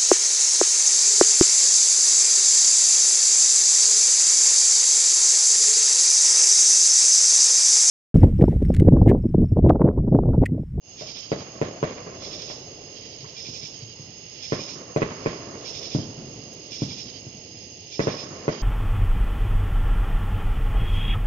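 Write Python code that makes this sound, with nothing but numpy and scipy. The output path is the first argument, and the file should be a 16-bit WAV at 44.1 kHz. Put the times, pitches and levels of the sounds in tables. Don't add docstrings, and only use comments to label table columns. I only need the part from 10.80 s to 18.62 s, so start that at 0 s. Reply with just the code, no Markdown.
import sys
import numpy as np
from scipy import signal
from scipy.fft import rfft, irfft, next_fast_len
from scipy.io import wavfile

SR = 44100
rng = np.random.default_rng(int(sys.argv[2]) if len(sys.argv) > 2 else 0)


def bounce(signal):
    frames = np.transpose(np.atleast_2d(signal))
    limited = np.clip(frames, -1, 1)
    pcm = np.round(limited * 32767).astype(np.int16)
    wavfile.write(sys.argv[1], SR, pcm)


N = 344862
T = np.arange(N) / SR
SIZE = next_fast_len(N + 3 * SR)
FREQS = np.maximum(np.arange(SIZE // 2 + 1) * SR / SIZE, 1)


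def from_db(db):
    return np.exp(np.asarray(db) * (np.log(10) / 20))


def unit_rms(x):
    return x / np.sqrt(np.mean(x ** 2) + 1e-20)


def pan(db):
    return from_db(np.array([[.5], [-.5]]) * db)


def at_hz(points, hz, column=1):
    points = np.array(points)
    return np.interp(np.log(hz), np.log(points[:, 0]), points[:, column])


def fader(rows):
    return from_db(np.interp(T, *np.transpose(rows)))


def colour(x, response):
    return irfft(rfft(x, SIZE) * response, SIZE)[..., :N]


def causal_eq(db):
    cepstrum = irfft(np.log(from_db(db)), SIZE)
    cepstrum[1:SIZE // 2] *= 2
    cepstrum[SIZE // 2 + 1:] = 0
    return np.exp(rfft(cepstrum))


def resonance(hz, width_hz):
    return (1 / (1 + 1j * (FREQS ** 2 - hz ** 2) / (FREQS * width_hz))) ** 2


def drift(per_s):
    knots = rng.standard_normal(int(N / SR * per_s) + 2)
    return np.interp(T * per_s, np.arange(len(knots)), knots)


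# f/Hz, left-right correlation
EAR_LIKENESS = [(100, 0.96), (220, 0.98), (400, 0.88), (700, 0.49), (2000, 0)]
def diffuse_noise():
    alike = np.clip(at_hz(EAR_LIKENESS, FREQS), -1, 1)
    mid, side = rng.standard_normal((2, N))
    return colour(mid, np.sqrt((1 + alike) / 2)) + colour(side, np.sqrt((1 - alike) / 2)) * [[1], [-1]]


# f/Hz, level/dB
RUMBLE_EQ = [(15, -64.5), (25, -21.5), (59, -16), (91, -7), (173, -9), (207, -14.5), (323, -10), (360, -13),
             (487, -14.5), (673, -17.5), (945, -25.5), (1400, -55.5), (2340, -74), (3960, -120)]
def town_rumble(calm_db=-51.5, waver_db=0.7, swell=4.3, build_s=0.32, decay_s=0.49):
    t = T[::100]
    power = 1
    for s, db, *_ in volley():
        age = np.maximum(t - s, 0)
        power += (swell * from_db(db) * (1 - np.exp(-age / build_s))) ** 2 * np.exp(-age / decay_s)
    gain = np.interp(T, t, np.sqrt(power)) * from_db(calm_db + waver_db * drift(47))
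    return gain * unit_rms(colour(diffuse_noise(), from_db(at_hz(RUMBLE_EQ, FREQS))))


# t/s, level/dB
HUSH_RIDE = [(0, -64), (.7, -62), (1.6, -60), (2.3, -64), (3.3, -63.5), (3.7, -65), (4.5, -53.5),
             (5.7, -61.5), (6.6, -67), (7.05, -74), (7.2, -79.5), (7.82, -48.5)]
def town_hush():
    wash = colour(rng.standard_normal((2, N)), resonance(hz=930, width_hz=920))
    return pan(-3) * fader(HUSH_RIDE) * unit_rms(wash)


# f/Hz, level/dB
CHORUS_EQ = [(1000, -36.5), (1550, -29), (2000, -14), (2450, -11.5), (2900, -4.5), (3300, -8.5),
             (3800, -14), (4300, -8.5), (4800, -4), (5250, -2), (5550, -12.5), (5900, -9.5), (6650, -3.5),
             (6900, -30.5), (11000, -28), (13000, -11.5)]
# f/Hz, left minus right/dB
CHORUS_PAN = [(2000, -15.5), (3200, -8.5), (4500, -13.5), (5500, -19), (6500, -3.5)]
# t/s, level/dB
CHORUS_RIDE = [(0, -53), (1.9, -48), (2.6, -49.5), (3.3, -50.5), (3.7, -45.5), (4.12, -51), (4.45, -47),
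               (4.75, -50), (5.5, -49), (6.6, -49), (7.82, -49.5)]
def far_chorus(trim_db=4.5, waver_db=1.0):
    eq = pan(at_hz(CHORUS_PAN, FREQS)) * from_db(at_hz(CHORUS_EQ, FREQS))
    bed = unit_rms(colour(rng.standard_normal((2, N)), eq))
    return from_db(trim_db + waver_db * drift(9.1)) * fader(CHORUS_RIDE) * bed


def crickets(hz, width_hz, strokes_per_s, uneven, pulse_db):
    phase = 2 * np.pi * np.cumsum(strokes_per_s * (1 + uneven * drift(50))) / SR
    tone = colour(rng.standard_normal((2, N)), resonance(hz, width_hz))
    return unit_rms(tone * from_db(pulse_db * np.sin(phase)))


def stroke_envelope(strokes, half_s):
    t = T[::50]
    return np.interp(T, t, sum(from_db(db) * np.exp(-np.abs((t - s) / half_s) ** 3) for s, db in strokes))


RIGHT_LAG_S = .0004
def wing_rasp(strokes, wing, half_s, teeth_per_s, wet, foliage_t60, foliage_hz=5100):
    teeth_passed = np.floor(np.cumsum(teeth_per_s * from_db(3 * drift(500))) / SR)
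    teeth = np.diff(teeth_passed, prepend=0) * from_db(2.7 * rng.standard_normal(N))
    clicks = stroke_envelope(strokes, half_s) * unit_rms(teeth)
    t = T[:SR // 2]
    foliage = unit_rms(rng.standard_normal((2, len(t))) * from_db(-60 * t / foliage_t60)) / np.sqrt(len(t))
    send = wet * np.minimum(FREQS / foliage_hz, 1) ** 2
    direct = np.exp(-2j * np.pi * FREQS * np.array([[0], [RIGHT_LAG_S]]))
    space = (direct + send * rfft(foliage, SIZE)) / np.sqrt(1 + send ** 2)
    body = np.sqrt(sum(np.abs(from_db(db) * resonance(hz, width)) ** 2 for hz, width, db in wing))
    return colour(clicks, unit_rms(body) * space)


def wing_note(strokes, hz, waver_hz, half_s, rough_db=4.0, wander_hz=20):
    pitch = hz + wander_hz * drift(14) + waver_hz * drift(180)
    envelope = stroke_envelope(strokes, half_s) * from_db(rough_db * drift(300))
    note = envelope * np.sin(2 * np.pi * np.cumsum(pitch) / SR)
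    return np.array([note, np.interp(T - RIGHT_LAG_S, T, note)])


# t/s, number of rasps, relative level/dB
FAR_PHRASES = [(0.293, 5, -47.5), (2.177, 5, -50), (2.951, 3, -51), (5.219, 1, -48.5), (6.288, 2, -48),
               (7.736, 2, -47)]
# f/Hz, width/Hz, level/dB
FAR_WING_MODES = [(2380, 1200, -10), (3120, 240, 4.5), (3800, 1800, -5), (4810, 650, 4), (5480, 450, 3)]
def far_katydid(step_s=0.077):
    strokes = [(s + k * step_s, db) for s, count, db in FAR_PHRASES for k in range(round(count))]
    rasp = wing_rasp(strokes, FAR_WING_MODES, half_s=0.033, teeth_per_s=1600, wet=0.84, foliage_t60=0.042)
    return pan(-18.5) * rasp


# t/s, number of rasps, relative rasp level/dB, relative note level/dB
NEAR_PHRASES = [(.208, 3, -42, -48.5), (1.445, 4, -40, -51.5), (2.588, 4, -40.5, -45),
                (3.645, 4, -40.5, -44), (4.877, 4, -38.5, -47), (5.942, 4, -40, -46), (7.143, 4, -41, -46)]
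# f/Hz, width/Hz, level/dB
NEAR_RASP_PEAKS = [(2400, 1100, -10), (2750, 680, -13), (3530, 950, -1.5), (4200, 220, -5.5),
                   (4960, 270, -8.5), (5300, 170, -1.5), (5264, 1120, 4), (5960, 530, -24),
                   (12200, 2700, 3.5)]
# f/Hz, waver/Hz, half-length/s, delay/s, level/dB, left minus right/dB
SINGING_MODES = [(2400, 60, .021, -0.0057, -3, -1.5), (5224, 65, 0.043, 0.014, -0.5, -15.5),
                 (6195, 30, .035, 0.0084, -12, -9.5)]
def near_katydid(step_s=0.0855, opening_s=0.074, opening_db=-14):
    strokes = [(s + k * step_s, db) for s, count, db, _ in NEAR_PHRASES for k in range(round(count))]
    strokes += [(s - opening_s, db + opening_db) for s, _, db, _ in NEAR_PHRASES]
    sung = [(s + k * step_s, db) for s, count, _, db in NEAR_PHRASES for k in range(round(count))]
    rasp = wing_rasp(strokes, NEAR_RASP_PEAKS, half_s=.034, teeth_per_s=1300, wet=1.35, foliage_t60=0.54)
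    out = from_db(5.5) * pan(-10.5) * rasp
    for hz, waver_hz, half_s, delay_s, note_db, pan_db in SINGING_MODES:
        notes = [(s + delay_s, db + note_db) for s, db in sung]
        out += pan(pan_db) * wing_note(notes, hz, waver_hz, half_s)
    return out


# f/Hz, scatter level/dB, scatter t60/s, roll level/dB, roll t60/s
STREET_BANDS = [(58, -9, 0.16, -18.5, 2), (137, -5, 0.44, -13.5, 8.6), (282, -9.5, 0.38, -13, 2.5),
                (470, -16, 0.23, -12, 11.5), (646, -1, 0.19, -5, 6), (950, -11, 0.49, -5.5, 2.5),
                (1810, -2.5, 0.23, -5, 2.8), (3870, 2, 0.26, 8, 0.5)]
# f/Hz, level/dB
FAR_WALL_EQ = [(130, -18), (500, -29.5), (1200, -14.5), (2500, -30.5)]
def street_reverb(build_s=0.0068, rise_s=0.0024, predelay_s=.006, echo_s=.236, echo_t60=0.22):
    t = T[:3 * SR]
    noises = [diffuse_noise()[:, :len(t)] for _ in range(2)]
    edges_hz = 35 * 2 ** np.arange(0, 8, .5)
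    lumps = from_db(4.5 * np.tanh(drift(40)) + 3.0 * np.tanh(drift(300)))[:len(t)]
    attack = np.clip((t - predelay_s) / rise_s, 0, 1)
    echo = unit_rms(from_db(-60 * np.abs(t - echo_s) / echo_t60) * (t > echo_s))
    out = 0
    for k, (low, high) in enumerate(zip(edges_hz, edges_hz[1:])):
        hz = np.sqrt(low * high)
        scatter_db, scatter_t60, roll_db, roll_t60 = (at_hz(STREET_BANDS, hz, c) for c in (1, 2, 3, 4))
        scatter = from_db(scatter_db) * unit_rms(from_db(-60 * t / scatter_t60) * attack * np.sqrt(lumps))
        roll = from_db(roll_db) * unit_rms(from_db(-60 * t / roll_t60) * (1 - np.exp(-t / build_s)) * lumps)
        power = scatter ** 2 + roll ** 2 + (from_db(at_hz(FAR_WALL_EQ, low)) * echo) ** 2
        band = signal.sosfilt(signal.butter(2, [low, high], "band", fs=SR, output="sos"), noises[k % 2])
        out += np.sqrt(power / len(t)) * band
    return rfft(out, SIZE)


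# delay/ms, right ear lag/ms, level/dB
NEAR_TAPS = [(0, .37, 0), (1.71, .68, -11.3), (5.29, .37, -9), (6.42, -.12, -12.3), (7.51, -.31, -3),
             (8.92, -.5, -10.5), (9.47, -.22, -6.1), (13.05, -.27, -7.9), (13.96, -.12, -8.4),
             (16.06, -.3, -20), (20.95, -.14, -13.2), (22.38, -.26, -16.5), (35.1, -.13, -19)]
# delay/ms, right ear lag/ms, level/dB, low cut/Hz
SLAP_TAPS = [(27.54, -.2, -21, 200), (30.74, 0.27, -16.5, 1100), (44.6, 0.2, -14, 300),
             (58.1, -0.12, -17.5, 310), (69.9, -.1, -11, 790), (236, -0.14, -20.5, 450),
             (297, -0.24, -17, 1100)]
def early_paths():
    def tap(ms, lag_ms, db):
        return from_db(db) * np.exp(-2j * np.pi * FREQS * np.array([[ms], [ms + lag_ms]]) / 1000)
    slaps = sum(tap(ms, lag_ms, db) / (1 + hz / (1j * FREQS)) for ms, lag_ms, db, hz in SLAP_TAPS)
    return sum(tap(*row) for row in NEAR_TAPS) + slaps


# t/s, relative level/dB
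LAUNCH_CUES = [(5.1492, -10), (5.186, -15.5), (6.0198, -12.5)]
# f/Hz, t60/s, level/dB
TUBE_RING = [(147, 0.2, -29), (282.6, 0.11, -11)]
def mortar_tubes():
    out, age = np.zeros(N), T[:SR // 2]
    ring = sum(from_db(db - 60 * age / t60) * np.sin(2 * np.pi * hz * age) for hz, t60, db in TUBE_RING)
    for s, db in LAUNCH_CUES:
        start = round(s * SR)
        out[start:start + len(age)] -= from_db(db) * ring
    return out


CRACKER_HZ = 429
def pressure_swing(hz, swing_q=1.92, rebound_ratio=0.24, rebound_q=1.23, lowest_hz=107):
    swing_w = 2 * np.pi * hz / SR
    rebound_w = 2 * np.pi * max(rebound_ratio * hz, lowest_hz) / SR
    ring_q = rebound_q * np.clip((CRACKER_HZ / hz) ** 2, 1, 3.2)
    pulse = np.r_[-1., np.zeros(SR // 10)]
    pulse = signal.lfilter(*signal.bilinear([1], [1, swing_w / swing_q, swing_w ** 2]), pulse)
    pulse = signal.lfilter(*signal.bilinear([1, 0, 0], [1, rebound_w / ring_q, rebound_w ** 2]), pulse)
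    return pulse / np.abs(pulse).max()


def shock_front(hz, samples, ragged=0.19, ragged_s=0.0017, ragged_hz=1300):
    spike = -signal.unit_impulse(samples)
    tear = ragged * rng.standard_normal(samples) * np.exp(-T[:samples] / ragged_s)
    tear = signal.sosfilt(signal.butter(2, ragged_hz, "high", fs=SR, output="sos"), tear)
    dull_hz = min(3300 * (hz / CRACKER_HZ) ** 2.3, SR / 4)
    air = signal.butter(2, dull_hz, fs=SR, output="sos")
    return signal.sosfilt(air, [0.94 * spike + tear, spike * np.linalg.norm(tear)])


# t/s, relative level/dB, f/Hz
THUD_CUES = [(2.428, -38, 165), (2.687, -29, 273), (2.829, -31.5, 282), (2.941, -36, 283.7),
             (3.023, -33, 128.3), (3.196, -31, 248), (3.285, -35.5, 235.6), (5.376, -30.5, 223),
             (5.475, -29.5, 296.8), (6.467, -28.5, 263), (6.745, -38, 307)]
# t/s, relative level/dB, f/Hz, crack trim/dB, reverb send/dB
CRACKER_CUES = [(.211, -25, 463, -4.5, 12.5), (0.5176, -7.5, 448, -3, 5.5), (0.815, -6.5, 430, -1, 4.5),
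                (1.0285, -6.5, 449.3, 4, 4), (1.269, -26, 534, 4, 1), (1.7, -24.5, 660, 7, 4),
                (2.444, -34.5, 450, 16, 4.5), (3.7219, -7.5, 410, 1.5, 5.5), (4.1619, -5.5, 430, -2, 5),
                (4.2188, -6.5, 424.7, 6.5, 3.5), (4.4601, -7, 423, 5.5, 3), (7.1938, -6, 415, 2.5, 5),
                (7.2712, -6, 440, -1, 5), (7.6802, -5.5, 425, 4.5, 1.5)]
def volley():
    thuds = [(s, db, hz, -10.5, 6.5) for s, db, hz in THUD_CUES]
    launches = [(s, db, 275, -17.5, 5) for s, db in LAUNCH_CUES]
    return sorted(thuds + launches + [tuple(row) for row in CRACKER_CUES])


# f/Hz, level/dB
CRACK_EQ = [(25, 2), (100, -33), (500, -1.5), (800, 6.5), (1050, 8.5), (1400, -5.5), (2000, -0.5),
            (2700, -9.5), (4000, -23), (6500, -36.5)]
# f/Hz, left minus right/dB
BLAST_PAN = [(150, -0.5), (300, 0), (450, -4.5), (700, 8), (1080, -7.5), (1500, -4.5), (3000, -8)]
def fireworks(thump_db=-3.0, crack_db=3, sites=3):
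    direct, sends = np.zeros((2, N + SR)), np.zeros((sites, 2, N + SR))
    for k, (s, db, hz, trim_db, send_db) in enumerate(volley()):
        thump = from_db(db + thump_db) * pressure_swing(hz)
        crack, clean_crack = from_db(db + crack_db + trim_db) * shock_front(hz, len(thump))
        span = slice(round(s * SR), round(s * SR) + len(thump))
        direct[:, span] += [thump, crack]
        sends[k % sites, :, span] += from_db(send_db) * np.array([thump, clean_crack])
    layer_eq = np.array([np.ones(len(FREQS)), causal_eq(at_hz(CRACK_EQ, FREQS))])
    early = (rfft(direct, SIZE) * layer_eq).sum(0) * early_paths()
    roll = sum((rfft(send, SIZE) * layer_eq).sum(0) * street_reverb() for send in sends)
    left = causal_eq(at_hz(BLAST_PAN, FREQS) / 2)
    return irfft((early + roll) * np.array([left, 1 / left]), SIZE)[:, :N]


def scene():
    blasts = fireworks() + mortar_tubes()
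    katydids = near_katydid() + far_katydid()
    high_trill = crickets(hz=6459, width_hz=255, strokes_per_s=100, uneven=0.31, pulse_db=1.0)
    low_trill = crickets(hz=2813, width_hz=160, strokes_per_s=70, uneven=0.0089, pulse_db=3.0)
    trills = from_db(-48.0) * pan(-5.5) * high_trill + from_db(-57.5) * pan(-4.5) * low_trill
    return blasts + katydids + trills + far_chorus() + town_rumble() + town_hush()


def record(dry, fade_s=0.1, cutoff_hz=7060, top_hz=15500, hiss_db=-95, tick_s=5.7377, tick_db=-34):
    faded = dry * np.clip(T / fade_s, 0, 1)
    dulled = signal.sosfilt(signal.ellip(11, .2, 41, cutoff_hz, fs=SR, output="sos"), faded)
    tick = from_db(tick_db) * signal.unit_impulse(N, round(tick_s * SR))
    hiss = from_db(hiss_db) * rng.standard_normal((2, N))
    return signal.sosfilt(signal.ellip(8, .2, 60, top_hz, fs=SR, output="sos"), dulled + tick + hiss)


dry = scene()
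out = record(dry)
bounce(out)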